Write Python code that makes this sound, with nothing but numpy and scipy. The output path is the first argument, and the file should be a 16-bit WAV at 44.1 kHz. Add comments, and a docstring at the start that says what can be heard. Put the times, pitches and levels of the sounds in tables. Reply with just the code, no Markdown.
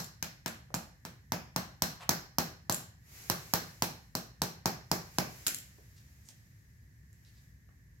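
"""Over a low room rumble, a small mallet taps a chisel into damp clay lying on newspaper and a rug.
Each impact excites the modes of floor, wooden tools and chisel; crumbs crackle and the living room
reverberates. Between taps the block slides on the paper and sleeves rub. Near 5.5 s the last blow
glances off and the chisel rattles. Then only small handling sounds, cloth and the rumble remain."""
import sys
import numpy as np
from scipy import signal
from scipy.fft import rfft, irfft
from scipy.io import wavfile

SR = 44100
rng = np.random.default_rng(int(sys.argv[2]) if len(sys.argv) > 2 else 0)


def generate_wav(signal):
    """Clip the signal to [-1, 1] and save it as 16-bit WAV at the path in sys.argv[1]."""
    frames = np.transpose(np.atleast_2d(signal))
    scaled = np.clip(frames, -1, 1) * 32767
    pcm = np.round(scaled).astype(np.int16)
    wavfile.write(sys.argv[1], SR, pcm)


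N = 352800
TAP_SIZE, TAIL_SIZE = SR // 3, SR // 2   # samples

# Coherence of the diffuse field. Each row: frequency in Hz, left-right correlation.
COHERENCE = [(60, 0.96), (170, 0.97), (350, 0.59), (700, 0.45), (1400, -0.34), (3000, -0.055),
             (16000, -0.006)]


def from_db(db):
    """Amplitude grows tenfold every 20 dB."""
    return 10 ** (np.asarray(db) / 20)


def rms_one(x):
    """Power normalisation: scale to rms 1."""
    return x / np.sqrt(np.mean(x ** 2) + 1e-20)


def unit_blow(x):
    """Energy normalisation: scale to the energy of 10 ms at rms 1."""
    return x / np.sqrt(np.mean(np.sum(x ** 2, axis=-1)) / (.01 * SR) + 1e-20)


def at_hz(points, hz):
    """Interpolation of a table on a logarithmic frequency axis."""
    frequencies, values = np.transpose(points)
    return np.interp(np.log(hz), np.log(frequencies), values)


def panned(sound, pan_db):
    """A level difference gives direction: left exceeds right by pan_db."""
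    return sound * from_db(pan_db * np.array([[.5], [-.5]]))


def add(out, s, sound):
    """Superposition: mix in a stereo sound at s seconds, even if it begins before zero."""
    i = round(s * SR)
    out[:, max(i, 0):i + sound.shape[1]] += sound[:, max(-i, 0):N - i]


def resonate(x, resonances):
    """Damped resonators in parallel filter the excitation, their signs alternating."""
    out = 0
    for k, (hz, width_hz, db) in enumerate(resonances):
        b, a = signal.iirpeak(hz, hz / width_hz, fs=SR)
        out = out + (-1) ** k * from_db(db) * signal.lfilter(b, a, x)
    return out


def grains(size, per_s, size_db):
    """Shot noise: independent impulses of random sign, their levels scattered by size_db."""
    born = rng.random(size) < per_s / SR
    strength = from_db(size_db * np.minimum(rng.exponential(1, size), 3))
    return born * strength * rng.choice([-1, 1], size)


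def noise_bands(size):
    """A diffuse field is coherent only in the bass: yield (Hz, stereo band) of white noise."""
    edges_hz = np.geomspace(22, 17500, 25)
    mid, side = rfft(rng.standard_normal((2, size)))
    bins = np.arange(len(mid)) * SR / size
    for low, high in zip(edges_hz, edges_hz[1:]):
        hz = np.sqrt(low * high)
        alike = at_hz(COHERENCE, hz)
        pair = np.sqrt((1 + alike) / 2) * mid + np.sqrt((1 - alike) / 2) * side * [[1], [-1]]
        yield hz, irfft(pair * ((bins >= low) & (bins < high)), size)


def coloured_noise(spectrum):
    """A stationary diffuse field: stereo noise of the given spectrum at rms 1."""
    mid, side = rfft(rng.standard_normal((2, N)))
    hz = np.maximum(np.arange(len(mid)) * SR / N, 1)
    alike = at_hz(COHERENCE, hz)
    pair = np.sqrt(1 + alike) * mid + np.sqrt(1 - alike) * side * [[1], [-1]]
    return rms_one(irfft(pair * from_db(at_hz(spectrum, hz)), N))


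def background(rumble_db=-57.5, hiss_hz=1880, hiss_width_hz=430, hiss_db=-78):
    """Stationary noise: the broadband rumble of the home and a narrowband appliance hiss."""
    # Each row: frequency in Hz, relative spectral density in dB.
    rumble_spectrum = [(15, -50.5), (25, -41), (48, -10), (61, -2.5), (79, -7.5), (112, -2.5), (270, -24.5),
                       (354, -31.5), (734, -47), (1130, -42), (1290, -51.5), (1740, -25.5), (2760, -59),
                       (6210, -44.5), (9570, -58), (12500, -44), (16000, -68.5)]
    b, a = signal.iirpeak(hiss_hz, hiss_hz / hiss_width_hz, fs=SR)
    white = rng.standard_normal((2, N))
    hiss = rms_one(signal.lfilter(b, a, signal.lfilter(b, a, white)))
    return from_db(rumble_db) * coloured_noise(rumble_spectrum) + from_db(hiss_db) * hiss


def room_tail(build_s=0.0018, ceiling_s=.019, ceiling_width_s=0.003, ceiling_gain=0.56):
    """Reverberation builds up, swells with the ceiling reflection and decays band by band."""
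    # Each row: frequency in Hz, reverberant level in dB against the direct sound.
    band_levels = [(80, -4.5), (200, 0), (420, 2), (650, 5.5), (900, -5), (1600, 3.5), (3000, 3.5),
                   (5400, -6), (7500, -2.5), (10000, -3.5), (13000, -1.5), (16000, -4.5)]
    # Each row: frequency in Hz, reverberation time (60 dB of decay) in seconds.
    decay_times = [(100, 0.53), (260, 0.33), (700, 0.41), (1800, 0.44), (4800, 0.44), (8000, 0.33),
                   (13000, 0.31)]
    t, out = np.arange(TAIL_SIZE) / SR, 0
    ceiling = ceiling_gain * np.exp(-((t - ceiling_s) / ceiling_width_s) ** 2)
    shape = (1 - np.exp(-t / build_s)) * (1 + ceiling)
    for hz, band in noise_bands(TAIL_SIZE):
        fade = shape * from_db(-60 * t / at_hz(decay_times, hz))
        out = out + band * fade / np.linalg.norm(fade) * from_db(at_hz(band_levels, hz))
    return out


def some_tail(tails):
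    """Echo paths change as hands and microphone move: a random blend of room tails."""
    blend = rng.standard_normal(len(tails))
    return np.tensordot(blend / np.linalg.norm(blend), tails, 1)


def standing_waves():
    """Reflections between floor, walls and furniture reinforce a few room modes."""
    # Each row: frequency in Hz, level in dB against the direct sound, 60 dB decay time in seconds.
    room_modes = [(167.1, -3.5, 0.65), (333, -7.5, 0.28), (493, 11, 0.3), (624, 5, 0.31), (648, 10, 0.17),
                  (826, 2, 0.17), (892, 0, 0.17), (1038, 1, 0.24), (1322, 4, 0.28), (1720, 9, 0.2)]
    t, out = np.arange(TAIL_SIZE) / SR, 0
    for hz, db, t60 in room_modes:
        fade = from_db(-60 * t / t60)
        # the two sides differ more in phase at higher pitch
        phase = rng.uniform(0, 2 * np.pi) + hz / 1000 * rng.standard_normal((2, 1))
        out = out + from_db(db) * 2 * fade / fade.sum() * np.sin(2 * np.pi * hz * t + phase)
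    return out


def in_room(sound, tails, pan_db, standing=0):
    """The direct sound adds to its convolution with the room's impulse response."""
    out = signal.fftconvolve(sound, some_tail(tails) + standing, axes=1)
    out[:, :TAP_SIZE] += panned(sound, pan_db)
    return out


def cloth(still_db=-75.5):
    """Friction noise of sleeves and paper: each shift of the body adds power to a faint steady rub."""
    # Each row: peak time in seconds, level in dB, swell and fade times in seconds.
    shifts = [(3.2, -52, 0.11, 0.58), (5.38, -54.5, 0.37, 0.29), (5.85, -66.5, .25, 0.86),
              (7.419, -70, 0.35, 0.13)]
    # Each row: frequency in Hz, relative spectral density in dB.
    friction_spectrum = [(300, -1.5), (1000, -5.5), (2200, 1.5), (3300, -6.5), (5000, -1.5), (7000, 0),
                         (9200, -9.5), (12000, -1.5), (16000, -9.5)]
    t, power = np.arange(N) / SR, from_db(still_db) ** 2
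    for s, db, swell_s, fade_s in shifts:
        swell = np.exp(-((t - s) / np.where(t < s, swell_s, fade_s)) ** 2)
        power = power + (from_db(db) * swell) ** 2
    return np.sqrt(power) * coloured_noise(friction_spectrum)


def rubbing(tails):
    """Stick-slip friction: block and fingers slide on paper, their tiny slips driving one resonance."""
    # Each row: start and length in seconds, level in dB, centre and bandwidth in Hz.
    slides = [(1.995, 0.06, -50.5, 1010, 258.5), (1.996, 0.055, -55, 2600, 2486),
              (5.949, 0.064, -66, 4830, 2200), (6.229, 0.082, -66, 7000, 2500),
              (6.282, 0.037, -58.5, 6060, 2500), (7.245, 0.066, -68.5, 4600, 1770),
              (7.327, 0.098, -72.5, 4700, 1500)]
    out = np.zeros((2, N))
    for s, length_s, db, hz, width_hz in slides:
        swell = np.sin(np.pi * np.minimum(np.arange(TAP_SIZE) / SR / length_s, 1))
        slips = rms_one(resonate(grains(TAP_SIZE, per_s=990, size_db=0), [(hz, width_hz, 0)]))
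        add(out, s, from_db(db) * in_room(slips * swell * np.ones((2, 1)), tails, pan_db=0))
    return out


def clack(resonances, tails, contact_s, pan_db, crumb_db, crumbs_per_s=700, crumb_fade_s=0.027):
    """Source and filter: a hand-damped body colours a rough contact, falling crumbs and their echoes."""
    t = np.arange(TAIL_SIZE) / SR
    contact = rng.standard_normal((2, TAIL_SIZE)) * t / contact_s * np.exp(-t / contact_s)
    crumbs = grains(TAIL_SIZE, crumbs_per_s, size_db=0.5) * np.exp(-t / crumb_fade_s)
    impact = unit_blow(resonate(contact, resonances))
    crackle = from_db(crumb_db) * unit_blow(resonate(crumbs, resonances))
    body_response = unit_blow(resonate(signal.unit_impulse(TAP_SIZE), resonances))
    room = signal.fftconvolve(some_tail(tails), [body_response], axes=1)[:, :TAIL_SIZE]
    return panned(impact + crackle, pan_db) + room


def handling(tails):
    """Light impacts excite damped resonances: bright in the loose chisel, duller in a soft touch."""
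    # The chisel bounces on the clay or shifts in the fingers. Each row: start in seconds, level in dB.
    clicks = [(0.044, -47.5), (0.479, -43.5), (0.748, -38), (2.723, -32.5), (2.727, -36.5), (2.745, -33.5),
              (5.47, -28), (5.481, -33), (5.5454, -36.5), (5.586, -47), (7.129, -66)]
    # Each row: resonance frequency and bandwidth in Hz, relative level in dB.
    loose_chisel = [(3500, 2700, -14.5), (6540, 1000, -3.5), (7330, 390, 4), (11300, 2800, -4.5),
                    (14600, 3200, -12)]
    # Tools and block touch. Each row: start in seconds, level in dB before softening, resonance in Hz.
    touches = [(0.703, -55.5, 625), (5.479, -44, 262), (5.784, -60.5, 385), (6.287, -52.5, 6340),
               (6.29, -67, 800), (7.248, -67, 4370), (7.689, -67.5, 1120)]
    out = np.zeros((2, N))
    for s, db in clicks:
        click = clack(loose_chisel, tails, contact_s=0.00051, pan_db=3, crumb_db=-14.5)
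        add(out, s, from_db(db) * click)
    for s, db, hz in touches:
        touch = clack([(hz, hz / 2, 0)], tails, contact_s=0.0011, pan_db=-4.0, crumb_db=-22)
        soften = signal.butter(1, min(2 * hz, SR / 3), fs=SR, output="sos")
        add(out, s, from_db(db) * signal.sosfilt(soften, touch))
    return out


def struck(modes, detune, vary_db, spread_rad, rise_s):
    """Free vibration: modes decay exponentially, and the grip varies their pitch and strength."""
    t, out = np.arange(TAP_SIZE) / SR, 0
    for hz, db, t60 in modes:
        pitch, strength, phase = rng.uniform(-1.14, 1, 3)
        side_phases = spread_rad * phase * np.array([[.5], [-.5]])
        wave = np.sin(2 * np.pi * hz * (1 + detune * pitch) * t + side_phases)
        out = out + wave * from_db(db + vary_db * strength - 60 * t / t60)
    return unit_blow(out * (1 - np.exp(-t / rise_s)))


def floor_thump(cut_hz=100):
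    """The floor's modes ring under the rug; so small a patch radiates no deep bass."""
    # Each row: frequency in Hz, relative level in dB, 60 dB decay time in seconds.
    floor_modes = [(111.6, -27, .12), (163.3, 4, 0.029), (167.8, -22.5, 0.26), (235.7, -12, 0.11),
                   (315, -6.5, 0.029)]
    vibration = struck(floor_modes, detune=0.016, vary_db=4.5, spread_rad=0.41, rise_s=0.00019)
    return signal.sosfilt(signal.butter(3, cut_hz, "high", fs=SR, output="sos"), vibration)


def wooden_knock(weight_db, firm_weight_db=-29, firm_knock_db=-30.6, growth=1.13, rise_per_db=.004):
    """The tools' modes depend on contact: a lighter blow seats the chisel less and knocks higher."""
    # Each row: frequency in Hz for a firm blow, relative level in dB, 60 dB decay time in seconds.
    wood_modes = [(634, -20.5, 0.044), (874, -0.5, 0.023), (982, 2.5, 0.017), (1150, 4, 0.0072),
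                  (1522, -5.5, 0.01), (1940, -16.5, 0.0032), (2460, -14, 0.0068)]
    lighter_db = firm_weight_db - weight_db
    raised = [(hz * (1 + rise_per_db * lighter_db), db, t60) for hz, db, t60 in wood_modes]
    knock = struck(raised, detune=.025, vary_db=2.5, spread_rad=1.8, rise_s=.00012)
    return -from_db(firm_knock_db - growth * lighter_db) * knock


def clay_grit(tails):
    """Fracture: crumbling clay excites broad, heavily damped resonances."""
    # Each row: frequency and bandwidth in Hz, relative level in dB.
    clay = [(1530, 600, -1.5), (2435, 320, 0), (3840, 3200, -6)]
    return clack(clay, tails, contact_s=0.00035, pan_db=0.5, crumb_db=-1.5)


def chisel_ring(tails, pan_db, tip_db=-5, beaming=0.2):
    """The shaft resonates; the tip's bright tick is directional, louder as the chisel moves right."""
    # Resonances of shaft and tip. Each row: frequency and bandwidth in Hz, relative level in dB.
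    shaft = [(4185, 480, -4), (4956, 710, -1), (5680, 420, 1), (6310, 276, 0), (7200, 1430, -7.5)]
    tip = [(10770, 3300, 6.4), (13430, 1400, 12), (13300, 760, 0.5), (14800, 3600, 8.1)]
    ring = clack(shaft, tails, contact_s=0.00047, pan_db=pan_db / 2, crumb_db=-13)
    tick = clack(tip, tails, contact_s=0.00061, pan_db=pan_db, crumb_db=-10.5)
    return ring + from_db(tip_db - beaming * pan_db) * tick


def mallet(tails, floor_lag_s=.0015):
    """Momentum transfer: each blow excites tools, clay and chisel, and a moment later the floor."""
    # Each row: start in seconds, then levels in dB of weight on the floor, chisel ring and clay grit.
    blows = [(-0.017, -38, -32.5, -46), (0.226, -41, -35.5, -40.5), (0.4601, -36.5, -38, -40),
             (0.7417, -33.5, -36, -43.5), (1.051, -43.5, -46, -49.5), (1.3204, -32, -35, -38),
             (1.5616, -31.5, -33, -40), (1.821, -31.5, -27.5, -37), (2.092, -30, -25.5, -36),
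             (2.3842, -29.5, -28.5, -37.5), (2.6964, -31, -30.5, -44.5), (3.2988, -31.5, -30, -39),
             (3.5367, -29.5, -27, -36.5), (3.8221, -30, -29.5, -36), (4.1519, -35, -33.5, -46.5),
             (4.4184, -31.5, -30, -40.5), (4.6573, -29, -29.5, -37), (4.915, -29.5, -28.5, -38.5),
             (5.1846, -28.5, -30.5, -35.5), (5.466, -49.5, -31.5, -36.5)]
    # The chisel's place as the microphone moves. Each row: time in seconds, tip's left-right ratio in dB.
    chisel_path = [(0, 10), (2.1, -7.5), (3.5, -12.5), (4.5, 0), (5.5, -4)]
    out, standing = np.zeros((2, N)), standing_waves()
    for s, weight_db, ring_db, grit_db in blows:
        pan_db = np.interp(s, *np.transpose(chisel_path))
        thump = from_db(weight_db) * floor_thump()
        knock = wooden_knock(weight_db)
        add(out, s + floor_lag_s, in_room(thump, tails, pan_db=-1.7, standing=standing))
        add(out, s, in_room(knock, tails, pan_db=0, standing=standing))
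        add(out, s, from_db(grit_db) * clay_grit(tails))
        add(out, s, from_db(ring_db) * chisel_ring(tails, pan_db))
    return out


def scene():
    """Superposition of taps, handling, friction and background in one room."""
    tails = np.array([room_tail(), room_tail(), room_tail()])
    return mallet(tails) + handling(tails) + rubbing(tails) + cloth() + background()


def record(dry, low_cut_hz=22, high_cut_hz=15900, dip_hz=9200, dip_width_hz=2000, dip_depth=0.099):
    """The microphone's frequency response is band-limited, with a shallow dip in the treble."""
    b, a = signal.iirpeak(dip_hz, dip_hz / dip_width_hz, fs=SR)
    coloured = dry - dip_depth * signal.lfilter(b, a, dry)
    coloured = signal.sosfilt(signal.butter(2, low_cut_hz, "high", fs=SR, output="sos"), coloured)
    return signal.sosfilt(signal.ellip(10, .2, 80, high_cut_hz, fs=SR, output="sos"), coloured)


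dry = scene()
out = record(dry)
generate_wav(out)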